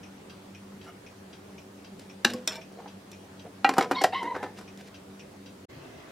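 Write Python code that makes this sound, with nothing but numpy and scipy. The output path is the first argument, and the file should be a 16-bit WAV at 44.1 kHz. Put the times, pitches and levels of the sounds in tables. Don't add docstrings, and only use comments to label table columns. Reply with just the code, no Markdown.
import sys
import numpy as np
from scipy import signal
from scipy.fft import rfft, irfft
from scipy.io import wavfile
from scipy.ndimage import uniform_filter1d

SR = 44100
rng = np.random.default_rng(int(sys.argv[2]) if len(sys.argv) > 2 else 0)


def put_to_file(sound):
    columns = np.atleast_2d(sound).T
    safe = np.clip(columns, -1, 1)
    whole_steps = np.round(safe * 32767)
    wavfile.write(sys.argv[1], SR, whole_steps.astype(np.int16))


def volts_from_decibels(level):
    exponent = np.asarray(level, float) / 20
    return 10 ** exponent


N = 269847

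# (pitch [Hz], level [dB], t60 [s])
BOX = [(223, -9, 0.024), (291.4, -5.5, 0.11), (345, 1.5, 0.046)]
# (pitch [Hz], level [dB], t60 [s])
BOARD = [(240.5, 6.5, 0.16), (333.6, 5.5, 0.067), (523, -18, 0.14)]
# (fade-out start [s], fade-out end [s], fade-in start [s], fade-in end [s])
ROOM_CHANGE = (5.651, 5.657, 5.682, 5.7)


def evened(x):
    return x / np.sqrt(np.mean(x ** 2) + 1e-20)


def read(points, hz):
    f, value = np.transpose(points)
    return np.interp(np.log(hz + 1), np.log(f + 1), value)


def add(mix, s, sound):
    part = mix[..., round(s * SR):][..., :sound.shape[-1]]
    part += sound[..., :part.shape[-1]]


def coloured(x, points, tilt_db=0):
    hz = np.fft.rfftfreq(len(x), 1 / SR)
    gain_db = read(points, hz) + tilt_db * np.log2((hz + 50) / 1000)
    return evened(irfft(rfft(x) * volts_from_decibels(gain_db), len(x)))


def resonate(x, hz, width):
    turn = np.exp(2j * np.pi * hz * np.arange(len(x)) / SR)
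    r = np.exp(-np.pi * width / SR)
    return 2 * (turn * signal.lfilter([1 - r], [1, -r], x / turn)).real


def ring(modes, t, long=1, pitch=1):
    x = 0
    for hz, db, t60 in modes:
        envelope = volts_from_decibels(db - 60 * t / (t60 * long)) * (1 - np.exp(-t * hz / 0.85))
        x = x + envelope * np.sin(2 * np.pi * hz * pitch * t)
    return x / abs(x).max()


def knocks(rows, modes, base, dense_db, dense_s, crack_s, contact_s, tilt_db, grip=None):
    # (frequency [Hz], density [dB per Hz])
    dense = [(250, -1.5), (500, 0), (900, -2), (1500, -2), (3000, -17), (6000, -24.5), (12000, -57)]
    # (frequency [Hz], density [dB per Hz])
    crack_colour = [(880, -77), (1500, 3), (1960, -0.5), (2370, -5.5), (5490, -3.5), (6560, -12),
                    (7320, -8), (8400, -13), (13000, -21), (16000, -35)]
    out, t = np.zeros(N), np.arange(SR // 5) / SR
    rise = 1 - np.exp(-(t / contact_s) ** 2)
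    for s, db, low_db, high_db, factor in rows:
        long, pitch = factor, 1
        if grip:
            long, pitch = grip[0] / factor ** grip[1], factor
        noise = rng.standard_normal((2, len(t)))
        blur = coloured(noise[0], dense) * np.exp(-t / (dense_s * long))
        thump = ring(base, t, long, pitch) * (1 - np.exp(-t / 0.002))
        crack_fall = np.exp(-t / crack_s) + 0.033 * np.exp(-t / 0.0055)
        crack = coloured(noise[1], crack_colour, tilt_db) * crack_fall
        body = ring(modes, t, long, pitch) + volts_from_decibels(dense_db) * blur
        add(out, s, volts_from_decibels(db) * rise * (body + volts_from_decibels(low_db - 2.0) * thump + volts_from_decibels(high_db + 1.0) * crack))
    return out


def pickup():
    # (time [s], peak [dB], thump [dB re peak], crack [dB re peak], ring factor [1])
    blows = [
        (2.2472, -10, -9, -4.5, 0.58),
        (2.24905, -6.5, -7.5, -5.5, 0.78),
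        (2.299, -30.5, -2, -11, 1.9),
    ]
    # (pitch [Hz], level [dB], t60 [s])
    modes = [(820, 1.5, 0.13), (1101, -16.5, 0.19), (1310, -34, .09), (1594, 8, 0.048), (1710, 0, 0.044),
             (1920, 5.5, 0.025), (2450, 0, 0.039), (2910, 7.5, 0.029), (2980, -1, 0.04), (3720, -12, 0.035),
             (3930, 6.5, 0.021), (4400, -22, 0.027), (5350, -30, 0.027), (7060, -32, 0.023)]
    return knocks(blows, modes, BOARD, dense_db=-32.0, dense_s=0.0095, crack_s=0.0028,
                  contact_s=0.000099, tilt_db=-2.0)


def putback():
    # (time [s], peak [dB], thump [dB re peak], crack [dB re peak], ring factor [1])
    blows = [
        (2.335, -33.5, -9, 0.5, 0.71),
        (2.3405, -34.5, 8, -7, 0.6),
        (2.368, -54, -2, -21, 0.75),
    ]
    # (pitch [Hz], level [dB], t60 [s])
    modes = [(503, -3.5, 0.48), (810, -10, 0.17), (1093, -7, 0.096), (1590, -13, 0.072), (3300, -16, 0.017),
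             (4470, -11, 0.027)]
    return knocks(blows, modes, BOARD, dense_db=-29, dense_s=0.013, crack_s=0.0037,
                  contact_s=0.00056, tilt_db=2.5)


def snap():
    # (time [s], peak [dB], thump [dB re peak], crack [dB re peak], ring factor [1])
    blows = [
        (1.995, -48.5, 11, 0, 0.54),
        (2.303, -34.5, -20, -7, 1),
        (2.4755, -10, -30, -13.5, 0.83),
        (2.4825, -37, -32, -4, 0.44),
        (2.495, -30, -6, -23, 0.36),
        (3.116, -40.5, -3, -4, 1.4),
        (2.724, -54, -30, -4, 0.28),
        (4.0382, -19.5, -38, -5.5, 0.25),
        (4.774, -46, -18, -4.5, 0.37),
        (4.812, -50, 8, -11, 0.79),
    ]
    # (pitch [Hz], level [dB], t60 [s])
    modes = [(637, -15, 0.34), (920, -20, 0.16), (1617, -12, 0.092), (1940, -10, 0.073), (2510, -3, 0.046),
             (3250, -10, 0.1), (3490, -4, 0.063), (3690, -2, 0.066), (4175, -0.5, 0.042),
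             (5420, 3.5, 0.053), (5920, 5.5, 0.026), (7380, 4.5, 0.019), (7600, -0.5, 0.018),
             (11100, -15, 0.03)]
    return knocks(blows, modes, BOX, dense_db=-28.5, dense_s=0.037, crack_s=0.0032,
                  contact_s=0.00018, tilt_db=5.0)


def rattle():
    # (time [s], peak [dB], thump [dB re peak], crack [dB re peak], pitch factor [1])
    blows = [(2.508, -34.5, -30, -22, 0.48), (2.5207, -30.5, -33, -21, 0.98), (2.5257, -36, -28, -17, 0.97),
             (2.531, -34, -24, -24, 0.94), (2.539, -40, -25, -24, 1), (2.547, -38, -25, -22, 0.74),
             (2.5551, -31.5, -33, -16, 0.99), (2.561, -35, -30, -20, 0.97), (2.566, -36, -27, -22, 1),
             (2.574, -49, -22, -25, 1), (2.589, -59, -15, -25, 0.82)]
    # (pitch [Hz], level [dB], t60 [s])
    modes = [(929, -9, 0.17), (1570, -11.5, 0.087), (2366, -10, 0.13), (2950, -10, .05), (3630, -5.5, .04),
             (4280, -10, 0.035), (5480, 1, 0.021), (5990, -12, 0.027), (7600, -10, 0.027)]
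    return knocks(blows, modes, BOX, dense_db=-26, dense_s=0.014, crack_s=0.0033,
                  contact_s=0.00033, tilt_db=13.0, grip=(0.9, 1.1))


def touch():
    # (time [s], peak [dB], thump [dB re peak], crack [dB re peak], pitch factor [1])
    blows = [(2.578, -36, -23, -35, 0.84), (2.787, -41, -18, -26, 0.93), (2.801, -38, -28, -30, 1.14),
             (2.858, -35.5, -22, -29, 1.07), (2.818, -43, -22, -34, 1.07), (2.872, -43, -20, -34, 1.2),
             (3.442, -62, -12, -24, 0.87), (3.46, -39.5, -30, -30, 0.91)]
    # (pitch [Hz], level [dB], t60 [s])
    modes = [(450, -3, 0.07), (625, -3, 0.074), (774, 8, 0.066), (910, -8, 0.067), (1500, -12, 0.049),
             (1900, -14, 0.088), (2420, -30, 0.067)]
    return knocks(blows, modes, BOX, dense_db=-12, dense_s=0.01, crack_s=0.0042,
                  contact_s=0.00099, tilt_db=-2.0, grip=(0.75, 2.9))


def drop():
    # (time [s], peak [dB], thump [dB re peak], crack [dB re peak], ring factor [1])
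    blows = [
        (3.6453, -4, -16.5, -28.5, 0.75),
        (3.6490, -13, -16, -36, 0.54),
        (3.664, -23, -11, -22, 0.4),
    ]
    # (pitch [Hz], level [dB], t60 [s])
    modes = [(778, -3, 0.12), (864, -4.5, 0.058), (808, -2, 0.21), (1020, -12, 0.021), (1300, -13, 0.11),
             (1373, 2.5, 0.035), (1530, -6, 0.067), (1930, -12, 0.14), (2420, -8, 0.084), (2770, -4, 0.047),
             (2910, -18, 0.071), (3300, -17, 0.049), (4140, -8.5, 0.03)]
    return knocks(blows, modes, BOX, dense_db=-20.5, dense_s=0.017, crack_s=0.0048,
                  contact_s=0.000086, tilt_db=-0.5)


def rebound():
    # (time [s], peak [dB], thump [dB re peak], crack [dB re peak], ring factor [1])
    blows = [
        (3.6912, -11.5, -2.5, -13.5, 0.47),
        (3.698, -23, -13, -24, 0.9),
        (3.71, -24, -2, -26, 1.0),
        (3.737, -24, -16, -11.5, 0.78),
        (3.742, -35, -8, -21, 1.0),
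    ]
    # (pitch [Hz], level [dB], t60 [s])
    modes = [(446, 1.5, 0.062), (623, -13, 0.046), (760, 4, 0.057), (1060, 2, 0.069), (1340, -10, 0.11),
             (1560, -7, 0.069), (1930, -1, 0.026), (2106, -1, .03), (2470, -6.5, 0.05), (3020, -15, 0.043)]
    return knocks(blows, modes, BOX, dense_db=-13, dense_s=0.0088, crack_s=0.0049,
                  contact_s=0.00035, tilt_db=-0.7)


def settle():
    # (time [s], peak [dB], thump [dB re peak], crack [dB re peak], pitch factor [1])
    blows = [
        (3.767, -21, -27, -28, 1),
        (3.772, -27, -27, -32, 0.92),
        (3.776, -34, -27, -32, 0.77),
        (3.781, -5, -7, -18, 0.99),
        (3.901, -36, -23, -30, 0.9),
        (3.911, -10, -6, -23, 0.97),
        (3.917, -18.5, -23, -18, 0.99),
    ]
    # (pitch [Hz], level [dB], t60 [s])
    modes = [(413, -19, 0.095), (653, 2.5, 0.036), (787, 9.5, 0.068), (905, 7.5, 0.048), (1125, -16, 0.12),
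             (1310, 8.5, 0.026), (1430, 0.5, 0.046), (1500, -23, 0.032), (1947, -5.5, 0.049),
             (2504, -16, 0.11), (3020, -14, 0.1)]
    return knocks(blows, modes, BOX, dense_db=-14, dense_s=0.016, crack_s=0.0043,
                  contact_s=0.0012, tilt_db=5.5, grip=(0.82, 1.1))


def bounce():
    # (time [s], peak [dB], thump [dB re peak], crack [dB re peak], ring factor [1])
    blows = [
        (3.809, -12, -17, -17, 0.71),
        (3.824, -21.5, -4, -7.5, 0.6),
        (3.833, -25, -14, -27, 1.0),
        (3.844, -26.5, -15, -13, 0.55),
        (3.858, -29, -24, -28, 0.78),
    ]
    # (pitch [Hz], level [dB], t60 [s])
    modes = [(475, 3, 0.099), (756, 14, 0.024), (930, -12, 0.089), (1005, 1.5, 0.064), (1260, -1.5, 0.068),
             (1574, -9, 0.05), (1790, -15, 0.082), (2214, -6.5, 0.069), (3470, -35, 0.053)]
    return knocks(blows, modes, BOX, dense_db=-15, dense_s=0.0081, crack_s=0.0056,
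                  contact_s=0.00027, tilt_db=-3.5)


def press():
    # (time [s], peak [dB], thump [dB re peak], crack [dB re peak], pitch factor [1])
    blows = [
        (4.0118, -19.5, -22, -15, 1.036),
        (4.0155, -14.5, -5.5, -15, 1.04),
        (4.0383, -13, -25, -11.5, 0.94),
        (4.0415, -2.5, -27, -23, 1),
    ]
    # (pitch [Hz], level [dB], t60 [s])
    modes = [(527, -4.5, 0.061), (668, -1.5, 0.073), (746, 6, 0.052), (910, -8, 0.054), (1190, -29, .06),
             (1400, -6, 0.034), (1510, -7, 0.048), (1650, -4.5, 0.036), (1913, -3, 0.042),
             (2130, -28, 0.026), (2840, -3.5, 0.015)]
    return knocks(blows, modes, BOX, dense_db=-11.5, dense_s=0.0062, crack_s=0.0076,
                  contact_s=0.0013, tilt_db=-1.0, grip=(0.7, 0.3))


def release():
    # (time [s], peak [dB], thump [dB re peak], crack [dB re peak], ring factor [1])
    blows = [(4.131, -30.5, -3, -29, 1.6), (4.227, -28, 2, -17.5, 1.25), (4.258, -33.5, 3, -30, 0.93),
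             (4.343, -26, -12, -40, 0.84), (4.349, -21.5, -10, -36, 1.04), (4.361, -22, -31, -30, 0.84),
             (4.427, -20.5, -3, -27, 0.9), (4.435, -26, -33, -34, 1.3), (4.459, -34, -19, -27, 1.1),
             (4.584, -36.5, -9, -12, 1.5), (4.609, -38.5, -12, -13, 0.74)]
    # (pitch [Hz], level [dB], t60 [s])
    modes = [(401, -0.5, 0.063), (509, 1.5, 0.04), (748, 3, 0.035), (990, 6.5, 0.024), (1326, 2.5, 0.025),
             (1530, -6, 0.049), (1757, -18, 0.13), (2050, -8.5, 0.047), (2570, -18, 0.032),
             (5300, -29, 0.023)]
    return knocks(blows, modes, BOX, dense_db=-11.0, dense_s=0.011, crack_s=0.01,
                  contact_s=0.002, tilt_db=3.0)


def squeak(rows, rough, overtones_db, direct_db):
    # (pitch [Hz], width [Hz], level [dB])
    rim = [(770, 66, 4), (920, 38, 5), (1020, 47, 4), (1082, 49, 3), (1865, 49, 1), (2040, 37, 5.5),
           (2125, 61, 7.5), (2147, 81, 10.5), (2730, 78, 7), (3040, 240, 3), (3320, 70, 6),
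           (3710, 95, 12.5), (4030, 120, 1), (4340, 70, 0)]
    s, *columns = np.transpose(rows)
    t = np.arange(s[0], s[-1], 1 / SR)
    hz, tone_hz, db, over_db = (np.interp(t, s, c) for c in columns)

    def chance(size):
        return evened(uniform_filter1d(uniform_filter1d(rng.standard_normal(len(t)), size), size))

    tone = np.sin(2 * np.pi * np.cumsum(tone_hz * (1 + 0.054 * rough * chance(130))) / SR)
    tone = tone * (1 + 1.1 * rough * chance(160)) * (1 + 0.9 * rough * chance(30))
    turns = np.cumsum(hz * (1 + 0.125 * rough * chance(60))) / SR
    stack = 0
    for k, lift_db in enumerate(overtones_db, 1):
        overtone = np.sin(2 * np.pi * (k + 1) * turns)
        stack = stack + volts_from_decibels(lift_db) * (1 + 0.27 * k * chance(50)) * overtone
    slips = tone + volts_from_decibels(-8) * np.sin(2 * np.pi * turns) + volts_from_decibels(over_db - 8) * stack
    slips = volts_from_decibels(db - 3.5) * slips * signal.windows.tukey(len(t), 0.1)
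    slips = np.pad(slips, (0, 2000))
    rung = sum(volts_from_decibels(lift_db) * resonate(slips, f, width) for f, width, lift_db in rim)
    return s[0], volts_from_decibels(direct_db) * slips + rung


def rim_squeaks():
    # (time [s], slip rate [Hz], pure tone [Hz], level [dB], overtones [dB])
    going_in = [(3.945, 979, 967, -40, -4), (3.96, 965, 990, -33.5, -2), (3.968, 1060, 997, -32.5, -3.5),
                (3.983, 1082, 1097, -30.5, -0.5), (4.0, 1093, 1079, -36, -1), (4.011, 1072, 1085, -36, 2),
                (4.016, 1076, 1090, -48, 0), (4.035, 1120, 1094, -45, -2)]
    # (time [s], slip rate [Hz], pure tone [Hz], level [dB], overtones [dB])
    easing = [(4.122, 840, 768, -31.5, 1), (4.137, 920, 778, -28, -5), (4.146, 1000, 992, -36, 7),
              (4.154, 995, 1069, -31, 4.5), (4.169, 1003, 1082, -30, -1), (4.189, 1021, 1082, -38, 6.5),
              (4.198, 1062, 1020, -39.5, 6), (4.217, 998, 945, -32, -8.5), (4.238, 1020, 910, -40, -5)]
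    # (time [s], slip rate [Hz], pure tone [Hz], level [dB], overtones [dB])
    creeping = [(4.234, 964, 910, -37, 0), (4.251, 935, 934, -33, -1), (4.269, 980, 969, -34.5, -3),
                (4.284, 1007, 990, -34.5, 1), (4.299, 1024, 921, -41.5, -3), (4.309, 1005, 930, -38.5, 2.5),
                (4.321, 1003, 972, -32, -12), (4.335, 1015, 875, -43.5, -1), (4.372, 986, 770, -46, 8)]
    # (time [s], slip rate [Hz], pure tone [Hz], level [dB], overtones [dB])
    dying = [(4.365, 888, 905, -46, 0), (4.39, 856, 857, -39, 0), (4.449, 874, 821, -41.5, 0),
             (4.52, 872, 862, -54, 0)]
    out = np.zeros(N)
    add(out, *squeak(going_in, rough=0.29, overtones_db=(-3.0, -4.0, 0.5, -7), direct_db=-8.0))
    add(out, *squeak(easing, rough=0.28, overtones_db=(-0.8, -3.5, -11.5, -15.5), direct_db=-7.0))
    add(out, *squeak(creeping, rough=0.2, overtones_db=(-1.3, -16.5, -20, -32), direct_db=-1.5))
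    add(out, *squeak(dying, rough=0.31, overtones_db=(2, -19, -21, -34), direct_db=-5.0))
    return out


def rubs():
    # (start [s], hardest [s], end [s], level [dB], brightness [0-1])
    strokes = [(0.838, 0.843, 0.96, -56, 0.8), (1.984, 2, 2.14, -55, 0.94), (2.264, 2.3, 2.44, -39, 0.37),
               (2.484, 2.53, 2.64, -46, 0.8), (2.761, 2.798, 2.92, -44.5, 0.05),
               (3.437, 3.454, 3.5, -42, 0), (3.658, 3.67, 3.74, -41, 0.1), (3.738, 3.837, 3.85, -33, 0.29),
               (3.83, 3.944, 4.12, -41, 0.14), (4.105, 4.265, 4.64, -41.5, 0.06),
               (4.545, 4.588, 4.64, -50, 0.82), (4.78, 4.812, 4.835, -47, 0.68),
               (4.842, 4.882, 4.92, -53.5, 0.99), (4.127, 4.14, 4.24, -53, 0.8)]
    # (frequency [Hz], density [dB per Hz])
    colour = [(88, -31), (150, -16), (217, -7), (391, -13.5), (466, 12), (524, -0.5), (730, 2.5),
              (1210, -14), (1600, -3), (5360, -18), (16000, -47)]
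    out = np.zeros(N)
    for start, hardest, end, db, share in strokes:
        t = np.arange(start, end, 1 / SR)
        catches_db = 2.5 * evened(uniform_filter1d(rng.standard_normal(len(t)), 250))
        grains = rng.standard_normal(len(t)) * volts_from_decibels(catches_db)
        dull, bright = coloured(grains, colour, -7.0), coloured(grains, colour, 5.3)
        share = np.clip(share, 0, 1)
        stroke_db = np.interp(t, [start, hardest, end], [-12.5, 0, -22.5])
        grains = dull * (1 - share) + bright * share
        add(out, start, volts_from_decibels(db + stroke_db) * grains * signal.windows.tukey(len(t), 0.05))
    return out


def creak():
    # (pitch [Hz], level [dB], width [Hz])
    joints = [(696, -54.5, 25), (1220, -55, 46), (1370, -50.5, 42), (2120, -59, 90), (2900, -59.5, 40),
              (5650, -66, 90)]
    # (start [s], length [s])
    span = (.85, 0.073)
    size = round(span[1] * SR)
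    groan = sum(volts_from_decibels(db) * evened(resonate(rng.standard_normal(size), hz, w)) for hz, db, w in joints)
    return span[0], np.hanning(size) * groan


def room(x):
    # (frequency [Hz], t60 [s])
    decay = [(200, 0.38), (1000, 0.16), (4000, 0.18), (12000, 0.13)]
    taps = np.zeros(SR // 2)
    at = np.arange(130, SR // 2 - 20, 20) + rng.integers(0, 20, (SR // 2 - 131) // 20)
    taps[at] = rng.choice([-1., 1.], at.shape)
    hz, t, z = signal.stft(taps, SR, nperseg=256)
    tail = signal.istft(z * volts_from_decibels(-60 * t / read(decay, hz)[:, None]), SR, nperseg=256)[1]
    return signal.fftconvolve(x, tail / np.linalg.norm(tail))[:N]


def microphones(x):
    # (frequency [Hz], side re mid [dB])
    difference = [(60, -41), (180, -69), (550, -49), (1650, -19), (4970, -10.5), (15000, 2)]
    scatter = np.pad(rng.standard_normal(400) * np.exp(-np.arange(400) / 40), (0, 624))
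    scatter = np.roll(scatter, 1)
    scatter = np.roll(scatter - np.roll(scatter[::-1], 1), 200)
    gain = volts_from_decibels(read(difference, np.fft.rfftfreq(1024, 1 / SR)))
    scatter = irfft(rfft(scatter / np.linalg.norm(scatter)) * gain)
    side = signal.oaconvolve(x, scatter)[200:N + 200]
    low_cut = signal.butter(3, 160, "high", fs=SR, output="sos")
    return signal.sosfilt(low_cut, [x + side, x - side])


def clock():
    # (pitch [Hz], level [dB], t60 [s])
    tick = [(2506, -1.5, 0.1), (2670, 18, 0.0092), (3260, -18, 0.037), (5540, 0, 0.056),
            (5890, -3.5, 0.054)]
    # (pitch [Hz], level [dB], t60 [s])
    tock = [(1580, -8, 0.23), (2766, -3.5, 0.16), (3220, 13, 0.033), (3850, 2, 0.082), (4590, 8, 0.037),
            (5700, -5, 0.15)]
    swing_s, peak_db = 0.5163, -40.5
    out, t = np.zeros((2, N)), np.arange(SR // 6) / SR
    for first_s, modes, long in ((0.0309, tick, 0.25), (0.2965, tock, 0.12)):
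        for s in np.arange(first_s, ROOM_CHANGE[0], swing_s):
            smear = rng.standard_normal((2, len(t))) * np.exp(-t / 0.025)
            smear[1] = 0.5 * smear[0] + 0.64 * smear[1]
            beat = signal.fftconvolve(smear, ring(modes, t, long)[None], axes=1)[:, :len(t)]
            add(out, s, volts_from_decibels(peak_db) * beat / abs(beat).max())
    return out


def fan():
    # (pitch [Hz], width [Hz], level [dB], haze share [1])
    hum = [
        (98.3, 10.8, -60.5, 1.6),
        (194.8, 7.14, -53.5, 0.66),
        (285.6, 16.2, -59, 1.1),
        (380.4, 8.7, -63, 1.2),
    ]
    out, t = 0, np.arange(N) / SR
    for hz, width, db, share in hum:
        haze = evened(resonate(resonate(rng.standard_normal(N), hz, 2 * width), hz, 2 * width))
        wander = evened(uniform_filter1d(rng.standard_normal(N), size=6000, mode="wrap"))
        core = np.sqrt(2) * np.sin(2 * np.pi * (hz * t + 0.3654 * width * np.cumsum(wander) / SR))
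        out = out + volts_from_decibels(db + 0.6) * (core + share * haze) / np.hypot(1, share)
    return out


def air(points, level_db, patchy_db):
    # (frequency [Hz], left-right likeness [1])
    likeness = [(60, 0.97), (180, 1), (550, 0.31), (1650, 0.018), (4970, 0.16), (15000, 0.023)]
    frames, hz = N // 256 + 5, np.fft.rfftfreq(1024, 1 / SR)
    a, b, c, d, patches = rng.standard_normal((frames, 513, 5)).T
    patches = evened(uniform_filter1d(uniform_filter1d(patches, 12, 0), 10, 1))
    same = np.clip(read(likeness, hz), -1, 1)[:, None]
    left = a + 1j * b
    z = np.array([left, same * left + np.sqrt(1 - same ** 2) * (c + 1j * d)])
    z *= volts_from_decibels(read(points, hz)[:, None] + patchy_db * patches)
    return volts_from_decibels(level_db) * evened(signal.istft(z, nperseg=1024, noverlap=768)[1][:, :N])


def first_air():
    # (frequency [Hz], density [dB per Hz])
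    spectrum = [(15, -64), (30, -46), (48, -33), (70, -36), (92, -13), (145, -31.5), (195, 7), (212, -3.5),
                (229, -28.5), (293, -12.5), (354, -14), (384, -11), (463, -13), (1610, -24.5), (9070, -36),
                (16000, -44.5)]
    return air(spectrum, -50.5, patchy_db=1.3)


def second_room():
    # (frequency [Hz], density [dB per Hz])
    spectrum = [(15, -54), (25, -64), (108, -0.5), (212, -13), (285, 1.5), (317, -12.5), (373, 1),
                (463, -16), (503, -10), (659, -7.5), (754, -13), (1850, -18.5), (2030, -14.5),
                (2300, -22.5), (2600, -18), (2900, -21.5), (16000, -40)]
    # (time [s], peak [dB], pitch [Hz])
    bumps = [
        (5.763, -41, 129),
        (5.771, -43, 150),
        (5.80, -41, 139),
    ]
    out = air(spectrum, -47, patchy_db=1.3)
    t = np.arange(3000) / SR
    for s, db, hz in bumps:
        add(out, s, volts_from_decibels(db) * ring([(hz, 0, 0.05), (2.38 * hz, -6, 0.03)], t))
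    return out


def scene():
    lid = pickup() + putback() + snap() + rattle() + touch()
    lid += drop() + rebound() + settle() + bounce() + press() + release()
    lid += rim_squeaks() + rubs()
    add(lid, *creak())
    first = microphones(lid + volts_from_decibels(-11.0) * room(lid)) + clock() + fan() + first_air()
    t = np.arange(N) / SR
    fade_out = np.interp(t, ROOM_CHANGE[:2], [1, 0]) ** 2
    fade_in = np.interp(t, ROOM_CHANGE[2:], [0, 1]) ** 1.9
    return first * fade_out + second_room() * fade_in


def roll_off(x):
    return signal.sosfilt(signal.butter(12, 16630, fs=SR, output="sos"), x)


def record(dry):
    overloaded = dry / (1 + (dry / 0.66) ** 4) ** 0.3
    band_limit = signal.firwin(255, 16050, window=("kaiser", 9), fs=SR)
    limited = signal.oaconvolve(overloaded, band_limit[None], "same")
    return roll_off(limited)


dry = scene()
out = record(dry)
put_to_file(out)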